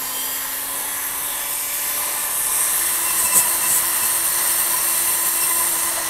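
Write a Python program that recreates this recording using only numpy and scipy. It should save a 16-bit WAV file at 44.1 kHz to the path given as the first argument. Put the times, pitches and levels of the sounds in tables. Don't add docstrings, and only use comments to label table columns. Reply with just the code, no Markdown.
import sys
import numpy as np
from scipy import signal
from scipy.fft import rfft, irfft, next_fast_len
from scipy.io import wavfile
from scipy.ndimage import map_coordinates

SR = 44100
rng = np.random.default_rng(int(sys.argv[2]) if len(sys.argv) > 2 else 0)


def unload_wav(signal):
    wavfile.write(
        sys.argv[1],
        SR,
        np.round(np.clip(np.atleast_2d(signal).T, -1, 1) * 32767).astype(np.int16),
    )


N = 268789
TIME = np.arange(N) / SR

# multiple of the turn (sounded at the nearest
# whole number), level at the start in dB, level change in dB per second.
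RISING_ORDERS = [(1, -47.5, -3), (2, -51, 0.5), (4, -52, 2), (5, -51.5, 0), (6.03, -50.5, 1),
                 (6.85, -47.5, 0), (8, -49, 0), (12.1, -45, -1.5), (13, -51, 0), (18, -52, 0),
                 (22.1, -50.5, 1)]
# multiple of the turn, level in dB.
FULL_ORDERS = [(1, -43.5), (2, -49.5), (3, -44.5), (4, -49), (5, -46.5), (6, -46), (12, -45), (13, -43.5),
               (44, -50)]
# time in seconds, level in dB.
SHRILL_LEVEL = [(4.4, -47), (5.0, -35), (5.5, -34), (6.09, -44)]
# centre in Hz, width in Hz, lift in dB.
HOUSING_MODES = [(583, 8.1, 6), (1775, 39, 6), (3180, 100, 7), (5780, 130, 11), (5870, 50, 5)]
# time in seconds, depth from 0 to 1.
DEPTH = [(0.4, 0), (1.72, 0.24), (1.98, 0.5), (2.3, 0.45), (2.6, 0.85), (2.9, .78), (3.5, 0.97), (5.66, 1),
         (6.07, 0.42)]
# time in seconds, cover from 0 to 1.
COVER = [(0, 0.1), (.33, 0.1), (.7, 0.86), (1.2, 0.96), (1.7, 0.25), (2.05, .5), (2.5, 0.8)]
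# frequency in Hz, relative level in dB per Hz.
LIGHT_BODY = [(25, -8.5), (100, -13), (165, -9.5), (230, -12), (400, -7), (700, -6), (1010, -1),
              (1500, -4.5), (2500, -3), (3250, -5.5), (4880, -7.5), (7500, -5.5), (9750, -36), (16000, -90)]
DEEP_BODY = [(25, -10.5), (100, -12.5), (170, -8), (260, -11.5), (420, -8), (720, -6.5), (1010, -3),
             (1590, -5), (2000, -6), (3000, -6), (5000, -9.5), (7500, -2), (9750, -28), (16000, -90)]
# centre in Hz, width in Hz, lift in dB.
LIGHT_MODES = [(863, 46, 7.5), (1021, 63, 8.5), (1404, 98, -7), (1770, 190, 6), (2280, 90, -2.5),
               (2520, 120, -6.5), (6530, 180, -0.5)]
DEEP_MODES = [(582, 34, 7.5), (880, 100, 4.5), (1028, 67, 8), (1092, 22, 6), (1230, 17, 6.5),
              (1847, 120, 9), (1960, 60, 5), (2550, 230, -3.5), (2770, 150, 4), (5466, 41, 10.5),
              (6000, 340, 5)]
# frequency in Hz, relative level in dB per Hz.
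LIGHT_HISS = [(5500, -55), (7000, -17), (7700, -2.5), (8200, -1), (8420, 4.5), (8700, 1.5), (9500, 0.5),
              (10100, -3), (11000, -15), (12500, -60)]
DEEP_HISS = [(5500, -49), (7200, -38), (7700, -9.5), (8250, -3), (8520, 4), (8900, 1), (9500, -0.5),
             (10100, -9), (11000, -33), (12500, -60)]
LIGHT_FIZZ = [(8500, -60), (9900, -18), (10600, -1), (11300, 1.5), (11800, -0.5), (12250, -5), (12900, 1.5),
              (13700, -6), (14500, -2.5), (15200, -14), (16000, -23)]
DEEP_FIZZ = [(8500, -60), (9900, 4), (10400, 1.5), (10950, 2), (11330, 3), (11950, -4), (12600, 1.5),
             (13350, 7), (13900, 2.5), (14400, 0), (15100, -8), (16000, -9)]
# centre open in Hz, centre covered in Hz,
# width in Hz, lift open in dB, lift covered in dB.
PALM_BANDS = [(4440, 5200, 420, 3, -6.5), (7400, 6800, 350, 5.5, -3.5), (9500, 10300, 320, -4, 4),
              (13800, 15200, 510, 4, -1.5)]
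# centre lifted in Hz, centre sunk in Hz, width in Hz, lift lifted in dB, lift sunk in dB.
MOUTH_BANDS = [(4440, 4500, 190, 1.5, -2), (5550, 5950, 420, -0.5, 8), (8400, 8400, 430, -1.5, 1.5),
               (11500, 10600, 500, 1.5, 1.5), (14700, 14000, 450, 1, -6)]
RECESS_BANDS = [(6070, 7300, 220, 7.5, 0), (6900, 6900, 390, -3, -3.5), (10600, 10050, 350, 3.5, -2),
                (12200, 14400, 610, -6, -6.5)]
# multiple of the burr's turn, relative level in dB.
CHATTER_ORDERS = [(2, -21.5), (3, -2.5), (6, -7.5), (8, -11), (16, -20), (25, -0.5)]
# time in seconds, half length in seconds, level in dB.
RATTLES = [(2.884, 0.025, -33), (3.058, .028, -31.5), (3.367, 0.095, -36), (3.658, .022, -35),
           (5.093, 0.017, -35), (5.423, 0.032, -37), (5.559, 0.079, -37)]
# time in seconds, half length in seconds, level in dB,
# multiple of the turn.
SQUEALS = [(2.68, .05, -45, 8), (3.097, .03, -37, 8), (3.273, 0.014, -31.5, 8), (3.33, 0.018, -34, 8),
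           (3.412, 0.022, -31.5, 8), (3.654, 0.014, -36, 8), (4.038, 0.014, -36, 8), (4.54, 0.017, -34, 16),
           (4.782, 0.011, -31, 17), (5.432, 0.02, -33, 8)]
# time in seconds, half length in seconds, scrape level in dB,
# thud level in dB.
BITES = [(3.199, 0.0143, -19, -54), (3.254, 0.022, -20, -40.5), (3.378, 0.026, -12, -33.5),
         (3.72, 0.028, -17, -40), (3.774, 0.0165, -20.5, -58), (4.041, 0.018, -28, -40.5),
         (4.068, 0.016, -27, -55)]
# frequency in Hz, relative level in dB per Hz.
BITE_COLOUR = [(3000, -17), (5000, -16.5), (6600, -11), (7300, -7.5), (8000, 1.5), (8700, -1), (9600, 0.5),
               (11500, -3), (13300, -3.5), (15500, -17)]
THUD_COLOUR = [(25, -10), (70, -1), (170, 1), (500, 3), (1500, -16), (4000, -25), (8000, -40)]
# start in seconds, level in dB.
KNOCKS = [(5.912, -23), (5.974, -18), (6.0, -21)]
# frequency in Hz, relative level in dB per Hz.
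RUMBLE_COLOUR = [(20, -9), (45, -2), (85, -6.5), (300, -50)]
# time in seconds, half length in seconds, lift in dB.
REGRIP = (2.6, 0.16, 6.9)

FULL_HZ, WANDER_HZ = 336.25, 0.3
SAG_FROM_S, SAG_HZ_PER_S = 5.93, 45
SHRILL_ORDER = 22
LIGHT_RASP_DB, LIGHT_HISS_DB, LIGHT_FIZZ_DB = -32, -32.5, -28.5
RASP_GROWS_DB, HISS_GROWS_DB, FIZZ_GROWS_DB = 3.5, 10, 8.5
DEEP_RASP_DB, DEEP_HISS_DB, DEEP_FIZZ_DB = -27.5, -24, -21
HISS_FALLS_DB, FIZZ_FALLS_DB = 10, 8.5
BITE_FIZZ_DB = 0.5
RATTLE_DB, RATTLE_STROKE_DB = -40, 2
TOP_HZ = 15690


def motor(turn, levels, waver_db):
    whine = 0
    for multiple, db in levels:
        waver = waver_db * min(multiple / 8, 1) * wobble(11)
        whine = whine + amp(db + waver) * tone(turn, multiple)
    return whine


def scraping(turn, swing_db, grain_db):
    contact = unit(sum(np.cos(k * turn) / k for k in range(1, 5)))
    grain = grain_db * wobble(900)
    return unit(rng.standard_normal(N) * amp(swing_db * contact + grain))


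def light_cut():
    speed = 305.5 - 46.3 * np.exp(-TIME / 1.6)
    turn = angle(speed)
    depth, = curves(DEPTH)
    cover, = curves(COVER)
    chips = lambda: scraping(turn, swing_db=1.0, grain_db=0.84)

    rasp_db = LIGHT_RASP_DB + RASP_GROWS_DB * depth
    hiss_db = LIGHT_HISS_DB + HISS_GROWS_DB * depth + 0.93 * wobble(30.18)
    fizz_db = LIGHT_FIZZ_DB + FIZZ_GROWS_DB * depth ** 2 + 0.8 * wobble(30.1)
    rasp = amp(rasp_db) * coloured(chips(), LIGHT_BODY, LIGHT_MODES)
    hiss = amp(hiss_db) * coloured(chips(), LIGHT_HISS)
    fizz = amp(fizz_db) * coloured(chips(), LIGHT_FIZZ)

    levels = [(k, db + slope * TIME + resonances(k * speed, HOUSING_MODES))
              for k, db, slope in RISING_ORDERS]
    whine = motor(turn, levels, waver_db=3.0)
    under_palm = cavity(rasp + hiss + fizz + whine, PALM_BANDS, cover, drift_db=1.24)
    return cavity(under_palm, MOUTH_BANDS, depth, drift_db=0.83)


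def deep_cut():
    speed = FULL_HZ + WANDER_HZ * wobble(3) - SAG_HZ_PER_S * np.maximum(TIME - SAG_FROM_S, 0)
    depth, = curves(DEPTH)
    shrill_db, = curves(SHRILL_LEVEL)
    stroke = strokes()
    caught = np.minimum(sum(swell(s, 1.5 * half) for s, half, *_ in BITES), 1)

    waver_hz = 2.8 * wobble(45) + 2 * wobble(14) + 7 * (0.35 - stroke)
    burr = angle(speed - 4 * caught + (1 - 0.8 * caught) * waver_hz)
    pressure_db = 0.5 * wobble(35) + 0.5 * stroke
    chips = lambda: scraping(burr, swing_db=1.5, grain_db=0.96)

    rasp_db = DEEP_RASP_DB + pressure_db
    hiss_db = DEEP_HISS_DB - HISS_FALLS_DB * (1 - depth) + pressure_db
    fizz_db = DEEP_FIZZ_DB - FIZZ_FALLS_DB * (1 - depth) + BITE_FIZZ_DB * caught
    fizz_db = fizz_db + pressure_db + 0.7 * wobble(25)
    rasp = amp(rasp_db) * coloured(chips(), DEEP_BODY, DEEP_MODES)
    hiss = amp(hiss_db) * coloured(chips(), DEEP_HISS)
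    fizz = amp(fizz_db) * coloured(chips(), DEEP_FIZZ)

    whine = motor(angle(speed), list(FULL_ORDERS) + [(SHRILL_ORDER, shrill_db)], waver_db=1.5)
    hum = filtered(whine, lambda hz: hz < 500)
    whine = whine - 0.8 * np.maximum(stroke, 0.7 * caught) * hum
    in_recess = rasp + hiss + fizz + whine + chatter(burr)
    return cavity(in_recess, RECESS_BANDS, depth, drift_db=0.67) + bites(burr)


def chatter(turn):
    bouts = sum(amp(db) * swell(s, half) for s, half, db in RATTLES)
    strength = amp(RATTLE_DB + RATTLE_STROKE_DB * strokes()) + bouts
    rattle = sum(amp(db + 3.5 * wobble(70)) * tone(turn + 0.1 * wobble(60), k)
                 for k, db in CHATTER_ORDERS)

    skid = turn + 0.035 * wobble(220)
    grip = unit(amp(2.2 * wobble(150)))
    squeal = 0
    for s, half, db, k in SQUEALS:
        pitch = tone(skid, k) + amp(-3) * tone(skid, 2 * round(k))
        squeal = squeal + amp(db) * swell(s, half) * pitch
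    return strength * rattle + grip * squeal


def bites(turn):
    buzz = unit(sum(amp(2 * wobble(60)) * tone(turn, k) for k in range(20, 28)))
    scrape = coloured(0.45 * buzz + scraping(turn, swing_db=1, grain_db=1.8), BITE_COLOUR)
    thud = coloured(scraping(turn, swing_db=1, grain_db=3), THUD_COLOUR)
    return sum(swell(s, half) * (amp(db) * scrape + amp(thud_db) * thud)
               for s, half, db, thud_db in BITES)


def strokes():
    push = (0.5 + 0.5 * np.cos(2 * np.pi * 5.95 * (TIME - 4.8))) ** 2
    return push * np.interp(TIME, [2.8, 3.6, 5.1, 5.4], [0.3, 1, 1, 0.2])


def cavity(x, bands, closure, drift_db):
    hz, t, spectrum = signal.stft(x, SR, nperseg=512)
    closed = np.interp(t, TIME, closure)
    knots = rng.standard_normal((40, 40))
    lift_db = drift_db * map_coordinates(knots, np.meshgrid(hz / 600, t * 5, indexing="ij"))
    for open_hz, closed_hz, width_hz, open_db, closed_db in bands:
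        centre_hz = open_hz + (closed_hz - open_hz) * closed
        offset = (hz[:, None] - centre_hz) / width_hz
        peak_db = open_db + (closed_db - open_db) * closed
        lift_db = lift_db + peak_db * np.exp(-0.5 * offset ** 2)
    return signal.istft(spectrum * amp(lift_db), SR, nperseg=512)[1][:N]


def knocks(ring_hz, t60):
    taps = 0
    for s, db in KNOCKS:
        age = np.maximum(TIME - s, 0)
        onset = 1 - np.exp(-age / 0.0027)
        taps = taps + amp(db - 60 * age / t60) * onset * np.sin(2 * np.pi * ring_hz * age)
    return taps


def background_rumble(share):
    s, half, lift_db = REGRIP
    level_db = -58.5 + 2.6 * share + lift_db * swell(s, half) + 1.5 * wobble(3.95)
    return amp(level_db) * coloured(rng.standard_normal(N), RUMBLE_COLOUR)


def amp(db):
    return 10 ** (np.asarray(db) / 20)


def unit(x):
    return x / np.sqrt(np.mean(x ** 2) + 1e-20)


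def curves(rows):
    s, *cols = np.transpose(rows)
    return [np.interp(TIME, s, c) for c in cols]


def wobble(rate):
    return map_coordinates(rng.standard_normal(int(N * rate / SR) + 4), [TIME * rate])


def swell(s, half):
    return np.exp(-0.5 * ((TIME - s) / half) ** 2)


def angle(speed):
    return 2 * np.pi * np.cumsum(speed) / SR


def tone(turn, multiple):
    return np.sqrt(2) * np.sin(round(multiple) * turn + rng.uniform(0, 2 * np.pi))


def resonances(hz, modes):
    return sum(lift / (1 + (2 * (hz - centre) / width) ** 2) for centre, width, lift in modes)


def filtered(x, response):
    m = next_fast_len(N + 8192)
    return irfft(rfft(x, m) * response(np.fft.rfftfreq(m, 1 / SR)), m)[:N]


def coloured(x, points, modes=()):
    f, db = np.transpose(points)
    broad = lambda hz: np.interp(np.log(hz + 1), np.log(f), db)
    return unit(filtered(x, lambda hz: amp(broad(hz) + resonances(hz, modes))))


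def scene():
    share = np.clip((TIME - 2.5) / 0.74, 0, 1)
    tool = np.sqrt(1 - share) * light_cut() + np.sqrt(share) * deep_cut()
    mono = tool + background_rumble(share) + knocks(ring_hz=669, t60=0.057)
    return np.array([mono, mono])


def record(dry):
    rounded = dry / (1 + (dry / 0.76) ** 6) ** (1 / 6)
    return np.array([filtered(channel, lambda hz: hz < TOP_HZ) for channel in rounded])


dry = scene()
out = record(dry)
unload_wav(out)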